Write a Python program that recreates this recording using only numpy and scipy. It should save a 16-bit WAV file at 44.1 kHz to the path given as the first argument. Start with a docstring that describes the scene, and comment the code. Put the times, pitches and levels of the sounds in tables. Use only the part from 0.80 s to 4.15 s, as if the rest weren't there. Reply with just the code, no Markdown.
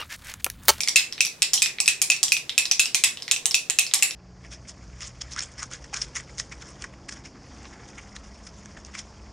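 """A soft low hum and hiss fill the room from start to end: shaped noise whose level wanders in patches.
Over it a plastic spray bottle is shaken hard: its mixing ball knocks at each end of the stroke
and bounces lightly between. Every contact rings the short modes of the bottle, as fading sines.
Bright echoes from near hard surfaces follow each one, then the tail of a small room, made of noise.
Last, a fast limiter holds the highest peaks and the top of the treble is rolled off."""
import sys
import numpy as np
from scipy import signal
from scipy.fft import rfft, irfft, next_fast_len
from scipy.io import wavfile
from scipy.ndimage import uniform_filter1d, minimum_filter1d

SR = 44100
rng = np.random.default_rng(int(sys.argv[2]) if len(sys.argv) > 2 else 0)


def to_wav(s):
    """Save 16-bit WAV."""
    ch = np.atleast_2d(s).T  # columns
    pcm = np.round(np.clip(ch, -1, 1) * 32767)  # PCM
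    wavfile.write(sys.argv[1], SR, pcm.astype(np.int16))


N = 147735
SIZE = 16384  # samples in the transform of one knock
RING_SIZE = SIZE // 8  # samples of ringing
TAIL_SIZE = SIZE - RING_SIZE  # samples of room tail


def amp(db):
    """Turn decibels into a factor on the amplitude."""
    return 10 ** (np.asarray(db) / 20)


def along(points, hz):
    """Read a curve of (frequency [Hz], value) points on a log frequency axis."""
    point_hz, value = np.transpose(points)
    return np.interp(np.log(hz + 1), np.log(point_hz + 1), value)


def pair(mid, side, alike, hz):
    """Mix two unrelated spectra into a left and a right one that are as alike as asked."""
    turn = np.arccos(np.clip(along(alike, hz), -1, 1)) / 2
    shared = np.cos(turn) * mid
    opposed = np.sin(turn) * side
    return np.stack([shared + opposed, shared - opposed])


# Colour of the hum and hiss: (frequency [Hz], relative level [dB per Hz])
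HUM_AND_HISS_COLOUR = [(25, -12), (44, -6), (80, -8.5), (140, 0.5), (190, -5.5), (400, -4), (1000, -13),
                       (2500, -14), (8000, -17), (16000, -30)]
# How alike the hum and hiss are left and right: (frequency [Hz], likeness [1 = the same])
HUM_AND_HISS_ALIKE = [(100, 1), (400, 0.7), (4000, 0.069)]
HUM_AND_HISS_DB, PATCHY_DB = -50, 1.5  # overall RMS level; spread of the patches


def hum_and_hiss():
    """Steady noise of the room: coloured noise whose level wanders in patches of time and pitch."""
    size = next_fast_len(N)
    hz = np.fft.rfftfreq(size, 1 / SR)
    grid = signal.stft(rng.standard_normal((2, size + SIZE)), nperseg=2048)[2]
    patches = rng.standard_normal(grid.shape[1:])
    patches = uniform_filter1d(patches, size=3, axis=0)  # smooth over pitch
    patches = uniform_filter1d(patches, size=9, axis=1)  # smooth over time
    patchy = signal.istft(grid * amp(PATCHY_DB * patches / patches.std()), nperseg=2048)[1]
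    mid, side = rfft(patchy[:, :size]) * amp(along(HUM_AND_HISS_COLOUR, hz))
    noise = irfft(pair(mid, side, HUM_AND_HISS_ALIKE, hz), size)[:, :N]
    return amp(HUM_AND_HISS_DB) * noise / np.sqrt(np.mean(noise ** 2))


# Hard knocks of the ball, and how strongly each drives the groups of bottle modes:
# (time [s], body pitch [Hz], body level [dB], wall level [dB], neck level [dB],
#  click level [dB], base level [dB])
KNOCKS = [(.0055, 2363, -6.5, -21.5, -13.5, -15, -33.5), (.0753, 2160, -7.5, -18.5, -26, -19, -31),
          (.0854, 3180, -22, -18.5, -7.5, -14.5, -30), (.1588, 2620, 5.5, -4.5, -2.5, -0.5, -38),
          (.4064, 2547, 1.5, -11, -5.5, -7.5, -52), (.6204, 2624, -3, -9.5, -5.5, -7, -31.5),
          (.734, 2444, -23, -10.5, -1, -4.5, -25.5), (.8201, 2490, -1, -11.5, -5.5, -4, -37),
          (1.0024, 2530, -5, -26, -10.5, -9.5, -29), (1.078, 2570, 2.5, -9, -7, -4, -33),
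          (1.217, 2440, -6.5, -14.5, -9, -5.5, -29.5), (1.301, 2560, 2.5, -13, -8.5, -6.5, -29),
          (1.43, 3080, -23, -14, -4, -5, -25.5), (1.52, 2520, 2, -14, -5.5, -7.5, -55),
          (1.6944, 2562, -13, -16, -22, -27.5, -54), (1.7791, 2590, 1.5, -10, -6, -5.5, -30.5),
          (1.9131, 2530, -5.5, -13, -2, -13, -33), (1.995, 2630, 1, -8, -8, -2.5, -40.5),
          (2.146, 2420, -4, -10.5, -10, -5, -30), (2.2378, 2616, -1, -8, -4.5, -2.5, -24),
          (2.5126, 2630, -3.5, -10.5, -10, -5, -29), (2.6567, 2950, -8, -17.5, -25, -7, -26),
          (2.7438, 2566, 0, -11.5, -4.5, -7.5, -32), (2.8991, 2670, -7.5, -16.5, -20, -10.5, -31),
          (2.9874, 2572, 0, -9.5, -12, -3, -28.5), (3.1375, 2310, -8, -12.5, -9, -4.5, -20.5),
          (3.2244, 2617, 0.5, -11, -8.5, -3, -28)]
# Light bounces of the ball along the wall:
# (time [s], level [dB], pitch [Hz], treble over the level [dB])
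BOUNCES = [(0.0343, -10, 5200, -6), (0.1964, -7.5, 2600, -11), (0.3247, -10.5, 5400, -11),
           (0.3795, -12, 2420, -23), (0.4499, -9, 2470, -4.5), (0.4664, -13, 2450, -4),
           (0.7776, -6, 3260, -13), (0.8594, -5.5, 2640, -8.5), (0.9852, -11.5, 2340, -27),
           (1.0595, -12, 2460, -5.5), (1.3184, -6.5, 2640, -6.5), (1.3644, -16.5, 2580, -6),
           (1.482, -9, 3350, -8), (1.5668, -7, 2720, -11), (1.8547, -7.5, 4020, -7.5),
           (2.0567, -7.5, 2800, -6), (2.3725, -13, 3060, -19), (2.4009, -25, 3240, -12),
           (2.4224, -12.5, 5700, -11), (2.4798, -11, 4600, -14), (2.5621, -8, 2610, -10.5),
           (2.7102, -7.5, 5350, -8), (3.0659, -12, 5560, -7), (3.1128, -13.5, 4580, -27),
           (3.1544, -8, 5810, -8), (3.1914, -14, 4930, -14), (3.3089, -10.5, 2600, -9.5)]
BOUNCE_WALL_DB, BOUNCE_BASE_DB = -14.5, -27  # over the level of the bounce
BOUNCE_CLICK_DB = -8  # over the treble of the bounce


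def ball_contacts():
    """Knocks and bounces as one list; a bounce sounds its own pitch in place of the body."""
    time, level, hz, treble = np.transpose(BOUNCES)
    wall = level + BOUNCE_WALL_DB
    neck = level + treble
    click = neck + BOUNCE_CLICK_DB
    base = level + BOUNCE_BASE_DB
    bounces = np.transpose([time, hz, level, wall, neck, click, base])
    return np.vstack([KNOCKS, bounces])


# Modes of the bottle, in four groups (wall, neck, click, base): (pitch [Hz], relative level [dB])
BOTTLE_MODES = [
    [(2065, 2.5), (3420, 9), (3990, 14), (1575, -14.5)],
    [(5590, 11), (4727, 5)],
    [(6650, 8), (7370, 7), (8150, 5), (10140, -3.5), (11400, -17.5), (14500, -28)],
    [(780, -3), (1110, 0)],
]
# The next three lists hold one value for the body, then one for each group of modes.
# How long a mode rings: (time to fall 60 dB [cycles])
RING_CYCLES = [44, 13, 26, 26, 24]
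# How gently a mode starts: (time constant of the rise [cycles])
ATTACK_CYCLES = [1.62, 0.59, 1.055, 0.59, 0.76]
# How much the pitch varies from hit to hit: (spread [share of the pitch])
PITCH_SCATTER = [.006, .06, .04, .04, .015]
LEVEL_SCATTER_DB = 5  # spread from hit to hit, for the weaker modes above the base group
RING_SHRINKS, SHORTEST = .7, .28  # a weaker body rings shorter: dB of cycles per dB; least share


def bottle_rings(contacts):
    """Each mode is a sine that rises fast and dies away; pitch and level vary with the spot hit."""
    group = np.repeat(np.arange(len(BOTTLE_MODES) + 1), [1, *map(len, BOTTLE_MODES)])
    is_body = group == 0
    # the body comes first; its 0 Hz is filled in from each contact
    mode_hz, mode_db = np.transpose(sum(BOTTLE_MODES, [(0, 0.035)]))
    chance = rng.standard_normal((len(contacts), 2, len(mode_hz)))

    pitch = mode_hz + is_body * contacts[:, 1:2]
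    pitch = pitch * (1 + np.take(PITCH_SCATTER, group) * chance[:, 0])
    pitch = pitch[..., None]  # room for the time axis
    varies = (mode_db < 5) * (mode_hz > 1500)
    level = contacts[:, 2 + group] + mode_db + LEVEL_SCATTER_DB * chance[:, 1] * varies

    shorter = np.clip(amp(RING_SHRINKS * level), SHORTEST, 1) ** is_body  # 1 for all but the body
    cycles = np.take(RING_CYCLES, group) * shorter
    t = np.arange(RING_SIZE) / SR
    fade = amp(level[..., None] - 60 * t * pitch / cycles[..., None])
    rise = (1 - np.exp(-t * pitch / np.take(ATTACK_CYCLES, group)[:, None])) ** 2
    return fade * rise * np.sin(2 * np.pi * pitch * t)


# Echoes from near hard surfaces: (delay [ms], left level [dB], right level [dB])
ECHOES = [(3.8, -10.5, -17), (6.9, -14, -5), (8.4, -15.5, -14)]
# Colour of these echoes: (frequency [Hz], gain [dB])
ECHO_COLOUR = [(1000, -1.5), (3000, -6.5), (6000, -4), (12000, 9)]
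ECHO_SCATTER_DB, ECHO_SCATTER_MS = 2, .08  # spread from knock to knock
LEFT_LEADS_S = .00003  # the straight sound comes to the left first


def straight_and_echoes(count, hz):
    """The straight path, then a few reflections off near surfaces that shift a little each time."""
    lead = np.array([.5, -.5])[:, None, None] * LEFT_LEADS_S
    straight = np.exp(2j * np.pi * hz * lead)
    delay_ms, *sides_db = np.transpose(ECHOES)
    chance = rng.standard_normal((count, 3, len(delay_ms)))
    late = np.round((delay_ms + ECHO_SCATTER_MS * chance[:, 0]) * SR / 1000).astype(int)
    echoes = np.zeros((2, count, SIZE))
    for side in (0, 1):
        level = sides_db[side] + ECHO_SCATTER_DB * chance[:, 1 + side]
        echoes[side, np.arange(count)[:, None], late] = amp(level)
    return straight + rfft(echoes) * amp(along(ECHO_COLOUR, hz))


# Tail of the small room:
# (frequency [Hz], time to fall 60 dB [s], colour [dB], left-right likeness [1 = the same])
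ROOM = [(550, 0.12, 15, 0.96), (1440, 0.37, -5, 0.48), (2800, 0.23, -2.5, 0.63), (6480, 0.24, -7, 0.043),
        (16400, 0.21, 8, 0.15)]
ROOM_RISE_S = .005
ROOM_GRAIN_DB, GRAIN_FADE_S = 3, 0.096  # the early tail is made of separate reflections
ROOM_PAN_DB = -1.2  # left over right


def room_tail(count, hz):
    """Fresh noise for each knock, grainy at first, that dies away at its own rate in each band."""
    t60, colour, alike = (np.array(ROOM)[:, [0, k]] for k in (1, 2, 3))
    age = np.arange(TAIL_SIZE) / SR
    grain_db = ROOM_GRAIN_DB * np.exp(-age / GRAIN_FADE_S)
    grain = amp(grain_db * rng.standard_normal((count, 1, len(age))))
    grain = grain / np.sqrt(uniform_filter1d(np.mean(grain ** 2, 0), size=256))  # even power
    noise = grain * rng.standard_normal((count, 2, len(age)))

    f, t, grid = signal.stft(noise, SR, nperseg=128)
    decay = amp(-60 * t / along(t60, f)[:, None])
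    tail = signal.istft(grid * decay, SR, nperseg=128)[1]
    tail_age = np.arange(tail.shape[-1]) / SR
    tail = tail * (1 - np.exp(-(tail_age / ROOM_RISE_S) ** 2))
    tail = rfft(tail / np.sqrt(np.mean(np.sum(tail ** 2, -1))), SIZE)

    pan_db = ROOM_PAN_DB * np.array([.5, -.5])[:, None, None]
    return pair(tail[:, 0], tail[:, 1], alike, hz) * amp(along(colour, hz) + pan_db)


LOW_CUT_HZ = 1150


def rattle():
    """Ring, echo and tail of every contact; the tail takes the summed power of the modes,
    as the walls hear the bottle from all sides."""
    hz = np.fft.rfftfreq(SIZE, 1 / SR)
    contacts = ball_contacts()
    modes = bottle_rings(contacts)
    power = np.sum(np.abs(rfft(modes)) ** 2, 1)
    ring_hz = np.fft.rfftfreq(RING_SIZE, 1 / SR)
    all_sides = np.array([np.interp(hz, ring_hz, np.sqrt(p)) for p in power])

    early = rfft(modes.sum(1), SIZE) * straight_and_echoes(len(contacts), hz)
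    late = all_sides * room_tail(len(contacts), hz)
    small = (1j * hz / (LOW_CUT_HZ + 1j * hz)) ** 2  # a small object radiates little bass
    heard = irfft(small * (early + late), SIZE)[..., :TAIL_SIZE]

    out = np.zeros((2, N + SIZE))
    for k, contact in enumerate(contacts):
        start = round(contact[0] * SR)
        out[:, start:start + TAIL_SIZE] += heard[:, k]
    return out[:, :N]


def scene():
    """The hum and hiss of the room with the rattle of the bottle over it."""
    return hum_and_hiss() + rattle()


PEAK, HOLD = .98, 96  # limiter: highest peak; hold [samples]
TOP_HZ, TOP_SLOPE_DB_PER_HZ = 15700, .035


def record(dry):
    """A fast limiter turns the peaks down; then the response falls steeply above the band limit."""
    gain = PEAK / np.maximum(np.abs(dry), PEAK)
    gain = uniform_filter1d(minimum_filter1d(gain, HOLD), HOLD // 2)
    size = next_fast_len(N + SR // 10)
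    over_hz = np.clip(np.fft.rfftfreq(size, 1 / SR) - TOP_HZ, 0, None)
    return irfft(rfft(dry * gain, size) * amp(-TOP_SLOPE_DB_PER_HZ * over_hz), size)[:, :N]


dry = scene()
out = record(dry)
to_wav(out)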